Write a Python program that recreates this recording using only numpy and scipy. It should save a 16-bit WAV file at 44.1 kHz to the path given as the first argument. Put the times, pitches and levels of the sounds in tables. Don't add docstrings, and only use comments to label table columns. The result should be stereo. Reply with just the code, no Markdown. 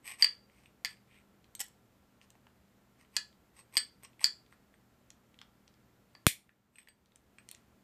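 import sys
import numpy as np
from scipy import signal
from scipy.fft import rfft, irfft
from scipy.io import wavfile
from scipy.ndimage import uniform_filter1d

SR = 44100
rng = np.random.default_rng(int(sys.argv[2]) if len(sys.argv) > 2 else 0)


def transcribe(u):
    v = np.clip(np.atleast_2d(u).T, -1, 1)
    q = np.round(v * 32767).astype(np.int16)
    wavfile.write(sys.argv[1], SR, q)


N = 345479
CLOCK = np.arange(N) / SR
AGE = np.arange(SR // 3) / SR


def amp(db):
    return 10 ** (np.asarray(db) / 20)


def fade(t60):
    return np.exp(-np.log(1000) * AGE / max(t60, 1e-4))


def burst(t60):
    return rng.standard_normal(len(AGE)) * fade(t60)


def blow(x, db):
    return x * amp(db) * np.sqrt(.003 * SR / np.sum(x ** 2))


def level(x, db):
    return x * amp(db) / np.std(x)


def add(track, s, x):
    i = int(s * SR)
    track[i:i + len(x)] += x[:N - i]


def through(x, response):
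    return signal.fftconvolve(x, response)[:len(x)]


def colour(x, points, size=1024):
    hz, db = np.transpose(points)
    bins = np.maximum(np.fft.rfftfreq(size, 1 / SR), 1)
    gain_db = np.interp(np.log(bins), np.log(hz), db)
    cepstrum = irfft(np.log(amp(gain_db)))
    cepstrum[1:size // 2] *= 2
    cepstrum[size // 2 + 1:] = 0
    return through(x, irfft(np.exp(rfft(cepstrum))))


def band(x, hz, width_hz):
    hz_safe, width_safe = min(hz, .45 * SR), min(width_hz, .4 * SR)
    b, a = signal.iirpeak(hz_safe, hz / width_safe, fs=SR)
    return signal.lfilter(b, a, x)


def ring(modes, scatter_db=0):
    out = np.zeros(len(AGE))
    for k, (hz, db, t60) in enumerate(modes):
        level_chance, pitch_chance = rng.standard_normal(2)
        pitch = hz * (1 + 0.0026 * pitch_chance)
        wave = np.sin(2 * np.pi * pitch * AGE + k * np.pi)
        out += amp(db + scatter_db * level_chance) * fade(t60) * wave
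    return out


# (frequency [Hz], gain [dB])
ROOM_AIR = [(20, -14.5), (45, -7), (70, 1), (100, -6), (220, -1.5), (350, -5.5), (800, -10), (1500, -13.5),
            (1800, -14.5), (2600, -18), (5000, -23), (10000, -27.5), (14000, -23.5)]
# (frequency [Hz], level [dB])
MAINS_FAN_HUM = [(60, -86.5), (120, -76.5), (199, -77), (240, -82.5), (1358, -87.5)]


def background():
    common, left, right = (colour(rng.standard_normal(N), ROOM_AIR, size=8192) for _ in range(3))
    shared = colour(common, [(200, 7), (1500, -1.5), (5000, -14)])
    air = level(np.array([shared + 2.7 * left, shared + 2.9 * right]), -66.0)
    for hz, db in MAINS_FAN_HUM:
        waver = level(band(rng.standard_normal(N), hz, width_hz=4.8), db - 4.5)
        steady = level(np.sin(2 * np.pi * hz * CLOCK), db - 1.5)
        air = air + waver + steady
    hiss = band(band(rng.standard_normal(N), 7300, 1600), 7300, 1600)
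    air[0] += level(hiss, -84.5)
    return air


# (middle time [s], length [s], rasp level [dB], low spring note level [dB], high spring notes level [dB])
SLIDE_STROKES = [(0.099, .17, -47, -46, -42.5), (0.59, 0.35, -70, -72, -74.5),
                 (0.909, 0.11, -60, -56.5, -56), (1.151, 0.23, -78, -61.5, -70.5),
                 (2.232, 0.083, -64.5, -77, -83), (3.015, .11, -65, -71.5, -71),
                 (3.585, .12, -57.5, -69.5, -59.5), (4.047, 0.061, -52, -58, -59),
                 (4.525, .08, -67, -74, -67), (6.79, 0.19, -64, -70, -60.5), (7.543, 0.28, -69, -77, -79)]
RUN_UP_S, RUN_UP_LOW_DB, RUN_UP_HIGH_DB = 0.063, -4, 1.5


def slide_motion():
    gains = np.zeros((3, N))
    for middle, length_s, *levels_db in SLIDE_STROKES:
        speed = np.interp(CLOCK, [middle - length_s / 2, middle, middle + length_s / 2], [0, 1, 0])
        gains += np.outer(amp(levels_db), np.sin(np.pi / 2 * speed) ** 3)
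    for s, *_, rasp_db, _, _ in STOP_KNOCKS:
        speed = np.interp(CLOCK, [s - RUN_UP_S, s], [0, 1], right=0)
        levels_db = rasp_db + np.array([0, RUN_UP_LOW_DB, RUN_UP_HIGH_DB])
        gains += np.outer(amp(levels_db), np.sin(np.pi / 2 * speed) ** 3)
    return gains


# (frequency [Hz], gain [dB])
RAIL_RASP = [(150, -23), (600, -14), (1100, 4.5), (1400, -5), (2200, -5), (3200, -9), (4800, -4.5),
             (7000, -9.5), (9200, -9.5), (10500, -22), (14500, -20)]
# (frequency [Hz], width of first pass [Hz], level [dB])
SPRING_SINGING = [(2270, 1100, 0), (8150, 330, 2.5), (11600, 330, -6)]


def scrapes():
    unevenness = uniform_filter1d(rng.standard_normal(N), size=130)
    catching = amp(2.0 * level(unevenness, 0))
    slip_sizes = amp(7.3 * np.minimum(rng.exponential(size=N), 4.5))
    slips = catching * rng.standard_normal(N) * slip_sizes
    low, *high = (level(band(band(slips, hz, width), hz, 2 * width), db)
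                  for hz, width, db in SPRING_SINGING)
    voices = colour(slips, RAIL_RASP), low, sum(high)
    return sum(gain * level(voice, 0) for gain, voice in zip(slide_motion(), voices))


# (frequency [Hz], gain [dB])
STEEL_CRACK = [(100, -31), (350, -19.5), (600, -10.5), (1100, -1), (2000, 5), (5000, -5.5), (8000, -1.5),
               (11000, -12), (14500, -9)]


def crack(t60):
    return colour(burst(t60), STEEL_CRACK)


# (frequency [Hz], level [dB], t60 [s])
FRAME_MODES = [(780, -25, 0.01), (1200, -2.5, 0.014), (1719, -0.5, 0.028), (2134, -4, 0.02),
               (2545, -10, 0.017), (3020, 1.5, 0.015), (3390, -0.5, 0.021), (4116, -2, 0.027),
               (5560, -10, 0.0086), (6760, 0, 0.005), (7190, -3.5, .01), (7690, -6.5, 0.0045),
               (9000, -9, 0.024), (10186, -18, 0.0077), (12730, -13.5, 0.0063)]


def frame_ring():
    waves = np.zeros(len(AGE))
    for hz, db, t60 in FRAME_MODES:
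        lag = rng.integers(0, SR // 1500)
        detune = 1 + .012 * rng.standard_normal()
        mode = ring([(hz * detune, db, t60)], scatter_db=2.0)
        waves += np.pad(mode, (lag, 0))[:len(AGE)]
    return colour(waves, [(150, -22), (600, -6.5), (1000, 4.0)])


# (frequency [Hz], level [dB], share of the knock's barrel t60)
BARREL_MODES = [(4668, 11, 1), (4330, -13.5, .8), (4850, -13, 0.82)]
# (frequency [Hz], level [dB], t60 [s])
SPRING_MODES = [(2204, 0, 0.0017), (8220, 1, 0.076), (8200, -3, 0.011), (12000, -8, 0.012)]


def knock(frame_db, bright_db, favoured_hz, barrel_db, barrel_t60, spring_db):
    clack = blow(frame_ring(), 0) + blow(crack(t60=0.0098), 0.48)
    clack = colour(clack, [(512, 0), (16384, 5 * bright_db)])
    clack = blow(clack, 0) + blow(band(clack, favoured_hz, 0.39 * favoured_hz), -4.5)
    barrel = ring([(hz, db, share * barrel_t60) for hz, db, share in BARREL_MODES])
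    barrel *= 1 - fade(t60=0.0047)
    spring = ring(SPRING_MODES, scatter_db=8.5)
    return blow(clack, frame_db) + blow(barrel, barrel_db) + blow(spring, spring_db)


# (time [s], frame level [dB], brightness [dB per octave], frequency the point of contact favours [Hz],
#  barrel level [dB], barrel t60 [s], spring level [dB], run-up rasp level [dB],
#  delay of first rebound [s], rebound level against the blow [dB])
STOP_KNOCKS = [(0.2236, -18, 2.5, 2200, -5.5, .024, -28, -45, 0.0028, -13.5),
               (0.2442, -18.5, 2, 2150, -11, .023, -31, -62, .003, -11),
               (0.8480, -24.5, 1, 1960, -23, 0.0055, -36.5, -82, 0.0077, -5),
               (3.1659, -20, 0.5, 6700, -18, 0.0065, -39, -58.5, .0029, -3.5),
               (3.7691, -18.5, 3, 3200, -11.5, 0.0082, -19.5, -48, .0062, -3.5),
               (4.2430, -15.5, 2, 8430, -8, 0.0068, -46, -44.5, 0.014, -15),
               (6.1508, -47.5, -6, 2030, -46, .012, -73.5, -80.5, 0.0024, -16.5),
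               (6.8860, -46.5, -1, 2400, -49, 0.021, -44, -74, .003, -19)]
REBOUND_SHRINK, REBOUND_LOSS_DB, REBOUND_BARREL_DB = 0.74, -6, -5


def knocks(count=2):
    out = np.zeros(N)
    for s, frame_db, bright_db, hz, barrel_db, t60, spring_db, _, gap_s, drop_db in STOP_KNOCKS:
        add(out, s, knock(frame_db, bright_db, hz, barrel_db, t60, spring_db))
        for k in range(count):
            s += gap_s * REBOUND_SHRINK ** k
            rebound = knock(frame_db, bright_db, hz, barrel_db + REBOUND_BARREL_DB, t60, spring_db)
            add(out, s, amp(drop_db + k * REBOUND_LOSS_DB) * rebound)
    return out


def tick(db, centre_hz, spring_db, t60):
    contact = blow(crack(t60), 0) + blow(frame_ring() * fade(3 * t60), -8)
    broad = band(contact, centre_hz, 0.83 * centre_hz)
    own_note = band(broad, centre_hz, 0.38 * centre_hz)
    touch = blow(broad, 0) + blow(own_note, -4.5)
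    return blow(touch, db) + blow(ring(SPRING_MODES, scatter_db=6.5), spring_db)


# (time [s], level [dB], centre frequency [Hz], spring level [dB])
SMALL_TICKS = [(0.498, -59.5, 2400, -86), (0.6588, -51, 2900, -60), (1.443, -56.5, 3400, -82),
               (1.5514, -38, 7960, -37.5), (2.2144, -52, 2500, -75), (2.3035, -50.5, 7800, -62),
               (2.3535, -56.5, 800, -85), (2.4686, -50.5, 1030, -85), (3.591, -55.5, 5100, -47),
               (4.0340, -55, 6040, -42.5), (4.0486, -45, 6600, -53), (4.1943, -49, 2080, -57),
               (4.2135, -42.5, 855, -42), (4.5255, -48, 1110, -68), (4.7407, -54, 1584, -64.5),
               (5.1037, -44, 6060, -76), (5.3430, -57.5, 3200, -85), (5.3894, -47, 3600, -87),
               (5.4145, -44, 1040, -85), (5.4156, -44.5, 3530, -87), (5.6783, -52.5, 4820, -85),
               (6.4928, -47, 1470, -86), (6.7571, -46.5, 2400, -44), (6.7843, -39.5, 2506, -37.5),
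               (6.8730, -43.5, 1620, -73), (7.0588, -58, 4040, -76), (7.1200, -58.5, 3600, -85),
               (7.1587, -45.5, 8000, -77), (7.3848, -44.5, 2110, -53), (7.4888, -40, 7900, -77),
               (7.5136, -37, 10300, -75), (7.548, -45.5, 5980, -81)]
TICK_T60_S = 0.0077
FAINT_TICK_DB, FAINT_TICK_HZ = -61.5, 3340


def ticks(count=7):
    out = np.zeros(N)
    for s, db, centre_hz, spring_db in SMALL_TICKS:
        add(out, s, tick(db, centre_hz, spring_db, TICK_T60_S))
    for when, hardness in rng.random((count, 2)):
        centre_hz = FAINT_TICK_HZ * 2 ** (hardness - .5)
        add(out, when * CLOCK[-1], tick(FAINT_TICK_DB, centre_hz, FAINT_TICK_DB - 17, TICK_T60_S))
    return out


# (time [s], length [s], first contact level [dB], centre frequency [Hz], spring level [dB])
LOOSE_RATTLES = [(1.594, .005, -40, 8500, -50), (1.6032, .012, -28.5, 8000, -58),
                 (1.624, 0.06, -49, 11000, -69.5), (6.789, .04, -52, 2600, -68)]
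# (frequency [Hz], level [dB], t60 [s])
CATCH_MODES = [(840, -15, 0.014), (1820, -10.5, 0.016), (3010, -8, 0.022), (5450, -8, 0.021),
               (7650, -5, .012), (7880, 0.5, 0.016), (12400, -4, .015)]
RATTLE_FALL_DB, RATTLE_SPREAD_OCT, CATCH_DB = -4.5, .45, -2


def rattles(count=4):
    out = np.zeros(N)
    for s, length_s, db, centre_hz, spring_db in LOOSE_RATTLES:
        for k, (late, hardness) in enumerate(rng.uniform(-0.82, 1, (count, 2))):
            progress = (k + 0.23 * late * (k > 0)) / (count - 1)
            strike_hz = centre_hz * 2 ** (RATTLE_SPREAD_OCT * hardness)
            contact = tick(db, strike_hz, spring_db, t60=0.022)
            catch = blow(ring(CATCH_MODES, scatter_db=6.0), db + CATCH_DB)
            add(out, s + length_s * progress, amp(RATTLE_FALL_DB * progress) * (contact + catch))
    return out


# (time [s], chatter level [dB], chatter t60 [s])
SNAP_BLOWS = [(6.2667, -6.5, 0.0048), (6.2678, -18, 0.0034), (6.2753, -18, 0.18)]
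# (frequency [Hz], level [dB], t60 [s])
HAMMER_MODES = [(2400, -9, 0.009), (3350, -8, 0.015), (4150, -6.5, 0.018), (5750, -12.5, 0.011),
                (6900, -9.5, 0.023), (8964, -0.5, 0.014), (9007, 9, 0.016), (11900, -13.5, 0.029)]


def snap():
    out = np.zeros(N)
    for s, db, t60 in SNAP_BLOWS:
        chatter = colour(burst(t60), [(300, -13), (1350, -24.5), (2100, 4), (4000, 1.5),
                                      (5200, 0.0), (6800, 4), (9000, 5.5), (14000, 3.0)])
        add(out, s, blow(chatter, db) + blow(ring(HAMMER_MODES, scatter_db=7.0), db - 5))
    return out


PUFF_S, PUFF_DB, PUFF_HZ, PUFF_T60_S = 6.2684, 0, 98, 0.019


def puff():
    out = np.zeros(N)
    swing = np.cos(2 * np.pi * PUFF_HZ * AGE + .35) * fade(PUFF_T60_S) * (1 - fade(t60=0.0017))
    eddies = colour(burst(t60=0.0014), [(100, -11.0), (600, -4.5), (1100, -0.5), (2000, -1.5), (8000, -28)])
    add(out, PUFF_S, amp(PUFF_DB) * swing)
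    add(out, SNAP_BLOWS[0][0], blow(eddies, db=-10.5))
    return out


# (frequency [Hz], gain [dB])
WALL_COLOUR = [(100, -3.5), (700, 1), (2000, 2), (4600, 0.5), (7000, -3.5), (10000, -5.5), (14500, -10.5)]


def room(x, early_db, late_db, t60):
    early = burst(t60=0.13) * (AGE > .002)
    late = burst(t60) * (AGE > .009)
    response = amp(early_db) * early / np.linalg.norm(early) + amp(late_db) * late / np.linalg.norm(late)
    return through(x, colour(response, WALL_COLOUR))


DUCK_ATTACK_S, DUCK_HOLD_S, DUCK_RELEASE_S = 0.33, 0.18, 0.6
DUCK_THRESHOLD_DB, DUCK_SLOPE_DB = -32.5, 7.5


def gain_control(x):
    bass = signal.sosfilt(signal.butter(2, 300, fs=SR, output="sos"), x[0])
    corners = np.cumsum([0, DUCK_ATTACK_S, DUCK_HOLD_S, DUCK_RELEASE_S])
    memory = np.interp(CLOCK[:2 * SR], corners, [0, 1, 1, 0])
    load = through(bass ** 2, memory / memory.sum()) / amp(DUCK_THRESHOLD_DB) ** 2
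    return x * amp(-DUCK_SLOPE_DB * np.log2(1 + np.maximum(load, 0)))


# (frequency [Hz], gain [dB])
FAR_SHADE = [(100, -17.5), (1000, -6.5), (1800, -1.5), (2800, -19), (4600, -13.5), (7000, -24),
             (10000, -20), (14500, -22)]
SLIDE_LAG_S, SNAP_LAG_S = .00032, .00054


def scene():
    slide = knocks() + ticks() + rattles() + scrapes()
    hammer = snap()
    pistol = slide + hammer
    air_push = puff()
    delayed = np.roll(slide, int(SLIDE_LAG_S * SR)) + np.roll(hammer, int(SNAP_LAG_S * SR))
    far = colour(delayed, FAR_SHADE)
    left = pistol + air_push + room(pistol, early_db=-12.5, late_db=-18.5, t60=0.3)
    right = far + amp(-39) * air_push + room(pistol, early_db=-13, late_db=-13.0, t60=0.2)
    return np.array([left, right]) + background()


TOP_HZ = 14700


def record(dry):
    clipped = np.clip(gain_control(dry), -1, 1)
    top_cut = signal.ellip(12, .2, 90, TOP_HZ, fs=SR, output="sos")
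    return signal.sosfilt(top_cut, clipped)


dry = scene()
out = record(dry)
transcribe(out)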